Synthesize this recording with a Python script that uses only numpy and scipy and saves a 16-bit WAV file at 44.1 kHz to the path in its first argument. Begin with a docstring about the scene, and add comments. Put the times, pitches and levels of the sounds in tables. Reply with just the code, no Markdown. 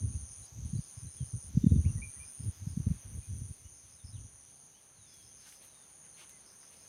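"""Crickets in a windy palm grove

Heard on a walk with a hand-held phone. Crickets trill high and steadily: trains of gliding tone bursts.
A chirper and small birds call from afar: gated trills and near-sine glides, scattered by the grove.
Wind buffets the microphone, mostly in the first four seconds: pressure swings over low noise.
Later, grass rustles underfoot in bursts of crackle; a faint buzz and airy noise lie behind."""
import sys
import numpy as np
from scipy import signal
from scipy.io import wavfile
from scipy.ndimage import uniform_filter1d

SR = 44100
rng = np.random.default_rng(int(sys.argv[2]) if len(sys.argv) > 2 else 0)


def file_out(sig):
    """Save sig as 16-bit WAV at sys.argv[1]."""
    # one column per channel
    cols = np.atleast_2d(sig).T
    # limit, then scale
    lim = np.clip(cols, -1, 1)
    pcm = np.round(lim * 32767).astype(np.int16)
    wavfile.write(sys.argv[1], SR, pcm)


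def gain_from_decibels(decibels):
    """Convert decibel values to linear amplitude factors."""
    exponent = np.asarray(decibels, float) / 20
    return 10 ** exponent


N = 303408
TIME = np.arange(N) / SR


def curve(rows):
    """Rows (time_s, value) joined by straight lines."""
    return np.interp(TIME, *np.transpose(rows))


def unit(x):
    """Scaled to rms 1."""
    return x / np.sqrt(np.mean(x ** 2))


def noise():
    """White noise over the whole scene."""
    return rng.standard_normal(N)


def band(x, lo_hz, hi_hz, order=2):
    """Butterworth band-pass."""
    edges_hz = [lo_hz, min(hi_hz, .45 * SR)]
    return signal.sosfilt(signal.butter(order, edges_hz, "band", fs=SR, output="sos"), x)


def walk(rate_hz):
    """Random levels, rate_hz a second, slewed twice; rms 1."""
    hold = int(SR / rate_hz)
    steps = np.repeat(rng.standard_normal(N // hold + 1), hold)
    return unit(uniform_filter1d(uniform_filter1d(steps, hold), hold)[:N])


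def add(out, start_s, sound):
    """Mix a short sound in at start_s."""
    i = max(int(start_s * SR), 0)
    out[i:i + len(sound)] += sound[:N - i]


def foliage(x, t60_s, wet_db):
    """Trunks and fronds scatter sound into a diffuse tail, which keeps changing as the listener walks."""
    t = np.arange(int(t60_s * SR)) / SR
    turn = 2 * np.pi * np.cumsum(1.5 + 0.867 * walk(3.6)) / SR
    tails = rng.standard_normal((2, len(t))) * gain_from_decibels(-60 * t / t60_s) * (t > .003)
    tails = tails / np.linalg.norm(tails[0])
    shares = x * np.array([np.sin(turn), np.cos(turn)])
    wet = signal.oaconvolve(shares, tails, axes=1).sum(axis=0)[:N]
    return x + gain_from_decibels(wet_db) * wet


def trill(hz, rate_hz, glide_hz, duty, scatter_db, slip_rad, onset_hz=0):
    """Wing strokes: gliding tone bursts, sharp by onset_hz at first, random in size and phase; rms 1."""
    drift = walk(8)
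    strokes = np.cumsum(rate_hz * (1 + .008 * drift)) / SR + rng.random()
    k = strokes.astype(int)
    u = np.minimum((strokes - k) / np.clip(duty, .1, 1), 1)  # 0..1 through the sounding part
    slip, size = rng.standard_normal((N // 100, 2)).T
    pitch_hz = hz * (1 + .004 * drift[::-1]) + glide_hz * (.5 - u)
    pitch_hz = pitch_hz + onset_hz * np.exp(-(u / .22) ** 2)
    phase = 2 * np.pi * np.cumsum(pitch_hz) / SR + slip_rad * np.cumsum(slip)[k]
    envelope = np.sin(np.pi * u ** 1.16) * gain_from_decibels(scatter_db * size)[k]
    return unit(envelope * np.sin(phase))


# spectrum of the airy noise, before overall scaling: freq_hz, density_db_per_hz
AIR_SPECTRUM = [(30, -13), (60, 4), (120, 5.5), (300, -1.5), (700, -3.5), (2000, -9), (4500, -7.5),
                (7700, -11.5), (11000, -30), (15300, 4.5)]
# level of distant leaves and air: time_s, level_db
AIR_LEVELS = [(0, -69), (3, -68), (3.85, -70), (4.6, -71), (6.88, -68)]


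def air():
    """Half-octave-spaced noise bands of far leaves and microphone hiss; each flickers a little alone."""
    out = 0
    table_hz, table_db = np.transpose(AIR_SPECTRUM)
    for hz in 35 * 2 ** np.arange(0, 9, .5):
        db = np.interp(np.log(hz), np.log(table_hz), table_db) + 2.1 * walk(9.7)
        out = out + gain_from_decibels(db) * band(noise(), hz / 2 ** .25, hz * 2 ** .25, order=1)
    return out / np.std(band(out, 600, 4500)) * gain_from_decibels(curve(AIR_LEVELS))


# faint high buzz: time_s, level_db
BUZZ_LEVELS = [(0, -85), (1.3, -78), (2.4, -72.5), (3.4, -75), (3.7, -89)]


def buzz():
    """Broad dry rasp near the top of hearing: noise pulsed by strokes and a slower throb."""
    throb = 1 + .45 * np.cos(2 * np.pi * 8.4 * (TIME - 2.32) + .6 * walk(3))
    stroke_hz = 80 + 4 * walk(8.9)
    strokes = 1 + 0.64 * np.cos(2 * np.pi * np.cumsum(stroke_hz) / SR)
    return unit(band(noise(), 9600, 15000) * throb * strokes) * gain_from_decibels(curve(BUZZ_LEVELS))


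# bird notes: start_s, length_s, start_hz, end_hz, level_db
BIRD_NOTES = [(.122, .04, 2380, 2720, -73), (.425, .018, 4130, 3950, -69), (.452, .02, 4800, 4700, -69),
              (.75, .025, 4150, 3950, -71), (.77, .025, 4480, 4800, -68), (1.068, .026, 4110, 3960, -68),
              (1.61, .09, 3600, 3440, -74), (1.847, .018, 2150, 2700, -61), (1.862, .043, 2800, 2790, -67),
              (1.972, .033, 1960, 1920, -68), (2.017, .042, 2430, 2400, -55), (2.155, .03, 1850, 2030, -70),
              (2.196, .048, 2380, 2420, -62.5), (3.22, .06, 2500, 2450, -75), (3.64, .04, 2850, 2950, -74),
              (3.976, .044, 4080, 3500, -72), (4.125, .042, 4000, 3400, -72),
              (4.165, .022, 3400, 2570, -73), (4.73, .067, 2740, 3350, -76), (6.14, .02, 4250, 4250, -71),
              (6.3, .08, 2200, 2030, -74)]
# long falling whistles: start_s, length_s, start_hz, end_hz, level_db, fall_time_in_lengths
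FALLING_WHISTLES = [(4.95, 0.39, 4500, 3290, -75.5, .26), (5.61, .25, 4300, 3550, -76, 1.2),
                    (1.17, .08, 3500, 2950, -74, 3.0)]
ECHO_S, ECHO_DB = 0.06, -19  # a row of trunks throws the bird notes back


def birds():
    """Near-sine gliding notes with slight flutter and one echo; one call is a hoarse noise-band rasp."""
    out = np.zeros(N)
    waver_hz = 42 * walk(150)
    notes = [note + (2.5,) for note in BIRD_NOTES] + FALLING_WHISTLES
    for start_s, length_s, start_hz, end_hz, db, fall in notes:
        u = np.linspace(0, 1, int(length_s * SR))
        hz = end_hz + (start_hz - end_hz) * np.exp(-u / fall) * (1 - u)
        hz = hz + waver_hz[int(start_s * SR):][:len(u)]
        envelope = np.abs(np.sin(np.pi * u ** 0.66)) ** 0.29
        add(out, start_s, np.sqrt(2) * gain_from_decibels(db) * envelope * np.sin(2 * np.pi * np.cumsum(hz) / SR))
    out = out + gain_from_decibels(ECHO_DB) * np.roll(out, int(ECHO_S * SR))
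    rasp_db = -70.5 - 240 * (TIME - 1.7) ** 2 / .5 ** 2
    rasp = unit(band(noise(), 3540, 3860)) * gain_from_decibels(rasp_db)
    return out * gain_from_decibels(2.8 * walk(120)) + rasp


# bouts of evenly spaced chirps, by key: s (start_s), count, db (first_db), step_db (growth_db_per_chirp)
CHIRP_BOUTS = [dict(s=.27, count=2, db=-73, step_db=-2), dict(s=.8, count=6, db=-71.5, step_db=-.5),
               dict(s=2.216, count=4, db=-70.5, step_db=-.3), dict(s=3.735, count=3, db=-75, step_db=4),
               dict(s=5.068, count=4, db=-68.5, step_db=-1.2),
               dict(s=6.455, count=3, db=-68.5, step_db=-1.8)]
CHIRP_GAP_S, CHIRP_S = .148, .082  # start to start; length


def chirper():
    """Short six-stroke chirps: a gated trill with a weaker, rougher band under the note."""
    gain = np.zeros(N)
    gate = signal.windows.tukey(int(CHIRP_S * SR), .3)
    for bout in CHIRP_BOUTS:
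        for k in range(bout["count"]):
            add(gain, bout["s"] + k * CHIRP_GAP_S, gain_from_decibels(bout["db"] + k * bout["step_db"]) * gate)
    note = trill(5230, 75, 400, .65, 2.5, 1.5)
    under = trill(4850, 75, 400, .6, 3.0, 1.5)
    return gain * (note + gain_from_decibels(-7) * under)


# lower cricket chorus: time_s, level_db
CHORUS_LEVELS = [(0, -55), (.75, -57), (1.6, -59), (3.5, -61), (5.9, -63.5), (6.15, -61), (6.5, -62.5),
                 (6.88, -61)]
# its singers: pitch_hz, stroke_rate_hz
CHORUS_SINGERS = [(5980, 78), (6060, 156), (6250, 75), (6370, 157), (6400, 79), (6560, 69), (6680, 80),
                  (7040, 80)]


def chorus():
    """Crickets with own pitch and rate, strokes rising; those off mid-band are fainter and vary more."""
    voices = 0
    for hz, rate_hz in CHORUS_SINGERS:
        off = (hz / 450 - 13.9) ** 2
        level_db = (2.6 + 2.2 * off) * walk(11) - 7.6 * off
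        voices = voices + gain_from_decibels(level_db) * trill(hz, rate_hz, -450, .65, 2.3, 1.5)
    return unit(foliage(voices, 0.08, -8.0)) * gain_from_decibels(curve(CHORUS_LEVELS))


# grass brushed by the walker: start_s, length_s, level_db, centre_hz
GRASS_BRUSHES = [(5.138, 0.0036, -58, 9000), (5.385, 0.12, -67, 4000), (5.456, 0.026, -62, 1290),
                 (5.459, .045, -60.5, 5000), (5.452, 0.13, -64, 9000), (5.522, 0.0081, -58, 2270),
                 (5.602, 0.06, -66, 2500), (5.622, 0.048, -65, 11000), (6.028, 0.057, -69.5, 2000),
                 (6.159, 0.095, -59, 2620), (6.205, 0.044, -65.5, 910), (6.292, 0.0062, -54, 8040),
                 (6.621, 0.027, -66, 1520), (6.711, 0.046, -66.5, 2900)]


def grass():
    """Each brush is a burst of tiny crackles, broad, with a hump where the blades ring."""
    out = np.zeros(N)
    for start_s, length_s, db, hz in GRASS_BRUSHES:
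        brush_rng = np.random.default_rng(rng.integers(1 << 30))
        chance = brush_rng.standard_normal((2, int(length_s * SR)))
        clicks = chance[0] * gain_from_decibels(3.0 * chance[1])
        hump = unit(band(clicks, hz / 1.4, hz * 1.4))
        broad = unit(band(clicks, hz / 6, hz * 2.2, order=1))
        crackle = unit(hump + 1.7 * broad)
        add(out, start_s, gain_from_decibels(db) * crackle * np.hanning(len(crackle)) ** 0.35)
    return out


# puffs of wind: start_s, end_s, start_db, end_db
WIND_PUFFS = [(0, 0.177, -34, -45), (0.187, 0.31, -58, -44.5), (0.369, 0.422, -52.5, -56),
              (0.53, 0.794, -50, -43.5), (1.017, 1.071, -53, -43), (1.13, 1.185, -61, -59),
              (1.21, 1.281, -65, -45.5), (1.338, 1.41, -39.5, -54), (1.444, 1.508, -50.5, -50.5),
              (1.546, 1.798, -34.5, -31.5), (1.845, 2.075, -38, -42), (2.155, 2.282, -57.5, -61),
              (2.379, 2.491, -48.5, -38), (2.563, 2.938, -50, -37.5), (2.99, 3.188, -59.5, -42.5),
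              (3.281, 3.505, -47, -40.5), (3.552, 3.95, -67, -67), (4.046, 4.248, -55.5, -48.5),
              (4.283, 4.496, -67, -68), (4.956, 5.462, -66, -79.5)]
GUST_RISE_S, GUST_FADE_S, CALM_DB = 0.013, 0.015, -84.5


def gust():
    """Turbulence gain: each puff comes up fast, grows or wanes and dies off over a faint calm."""
    gain = gain_from_decibels(CALM_DB) * np.ones(N)
    for start_s, end_s, start_db, end_db in WIND_PUFFS:
        rise = np.clip((TIME - start_s) / GUST_RISE_S + 1, 0, 1)
        fade = np.exp(-np.maximum(TIME - end_s, 0) / GUST_FADE_S)
        gain += gain_from_decibels(np.interp(TIME, [start_s, end_s], [start_db, end_db])) * rise * fade
    return gain


# strongest wind buffets: peak_s, peak_db, pitch_hz
WIND_BUFFETS = [(0.105, -33.5, 94), (0.589, -39, 112), (0.655, -29, 97), (0.735, -27, 158),
                (0.755, -25.5, 120), (0.792, -28, 136), (0.978, -37, 106), (1.212, -28, 118),
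                (1.229, -28, 111), (1.575, -16, 137), (1.642, -19, 213), (1.668, -13.5, 160),
                (1.718, -15, 86.4), (1.76, -18, 124), (1.86, -22, 113), (1.9, -27, 114),
                (1.957, -28.5, 113), (2.404, -31.5, 109), (2.673, -28, 134), (2.774, -22.5, 160),
                (2.803, -24.5, 121), (2.872, -19, 104), (2.913, -22.5, 144), (3.418, -34.5, 111),
                (3.657, -42.5, 76), (4.048, -38.5, 82.5), (4.182, -39, 83.5)]


def wind():
    """Eddies break on the port: lone pressure swings over a lumpy rumble that brightens as it grows."""
    swings, swell = np.zeros(N), np.zeros(N)
    for peak_s, db, hz in WIND_BUFFETS:
        cycles = np.arange(-3, 3, hz / SR)
        shape = gain_from_decibels(db) * np.exp(-(cycles / 0.73) ** 2)
        start_s = peak_s + cycles[0] / hz
        add(swings, start_s, shape * np.cos(2 * np.pi * (cycles + rng.random())))
        add(swell, start_s, shape)
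    lumps = gust() * gain_from_decibels(5.5 * np.minimum(walk(36), 1))
    low = lumps * unit(band(noise(), 61.0, 112.0))
    # the share of small eddies rises with the strength of the gust
    strength = np.abs(1.43 * lumps + swell)
    small = unit(band(noise(), 142, 244, order=3)) * gain_from_decibels(-8.5) * strength ** 1.33
    tiny = unit(band(noise(), 260, 480)) * gain_from_decibels(-15) * strength ** 1.9
    return band(swings + low + small + tiny, 38, 500, order=4)


# phrases of the near high cricket: start_s, end_s, level_db, swell_s, tiring_db_per_s
CRICKET_PHRASES = [(-.38, .468, -48, .35, 6), (.649, 1.492, -49, .5, 3.5), (1.665, 2.515, -50, .25, 2.5),
                   (2.685, 3.555, -52, .45, 5), (3.69, 4.67, -56.5, .45, 5), (4.81, 6.9, -61, .3, .2)]
PHRASE_RATE_HZ = 143.5  # wing strokes once a phrase has sped up
SWELL_DB, ACCENT_DB, ACCENT_S = 7.5, 2.5, 0.028  # a phrase opens under its level, with a short accent


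def high_cricket():
    """One near singer in phrases that start slow and speed up, over far ones that never pause."""
    gain, rate_hz = np.zeros(N), np.full(N, 140.)
    for start_s, end_s, db, swell_s, tiring in CRICKET_PHRASES:
        on = (TIME >= start_s) & (TIME <= end_s)
        since_s = TIME[on] - start_s
        swell_db = -SWELL_DB * np.exp(-(since_s / swell_s) ** 2)
        accent_db = ACCENT_DB * np.exp(-since_s / ACCENT_S)
        gain[on] = gain_from_decibels(db + swell_db + accent_db - tiring * since_s)
        rate_hz[on] = PHRASE_RATE_HZ - 9 * np.exp(-since_s / .35)
    gain = uniform_filter1d(gain, size=300)  # phrases start and stop within a stroke
    near = gain * trill(9340, rate_hz, glide_hz=560, duty=.8, scatter_db=2.0, slip_rad=1.5, onset_hz=700)
    far = trill(9250, 139, 640, .7, 1.0, 1.594) + trill(9550, 220, 640, .7, 1.0, 1.594)
    return foliage(near + far * gain_from_decibels(-69.0 + 2.0 * walk(3.2)), 0.12, -8)


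def scene():
    """All sources reach one microphone; chirper, birds and grass share the scatter of the grove."""
    scattered = foliage(birds() + chirper() + grass(), .16, -2.5)
    mix = air() + buzz() + scattered + chorus() + wind() + high_cricket()
    return mix[None]


def top_cut(x):
    """Nothing passes above the cut-off."""
    return signal.sosfilt(signal.butter(12, 15420, fs=SR, output="sos"), x)


def record(dry):
    """The finished mix as the phone stores it."""
    return top_cut(dry)


dry = scene()
out = record(dry)
file_out(out)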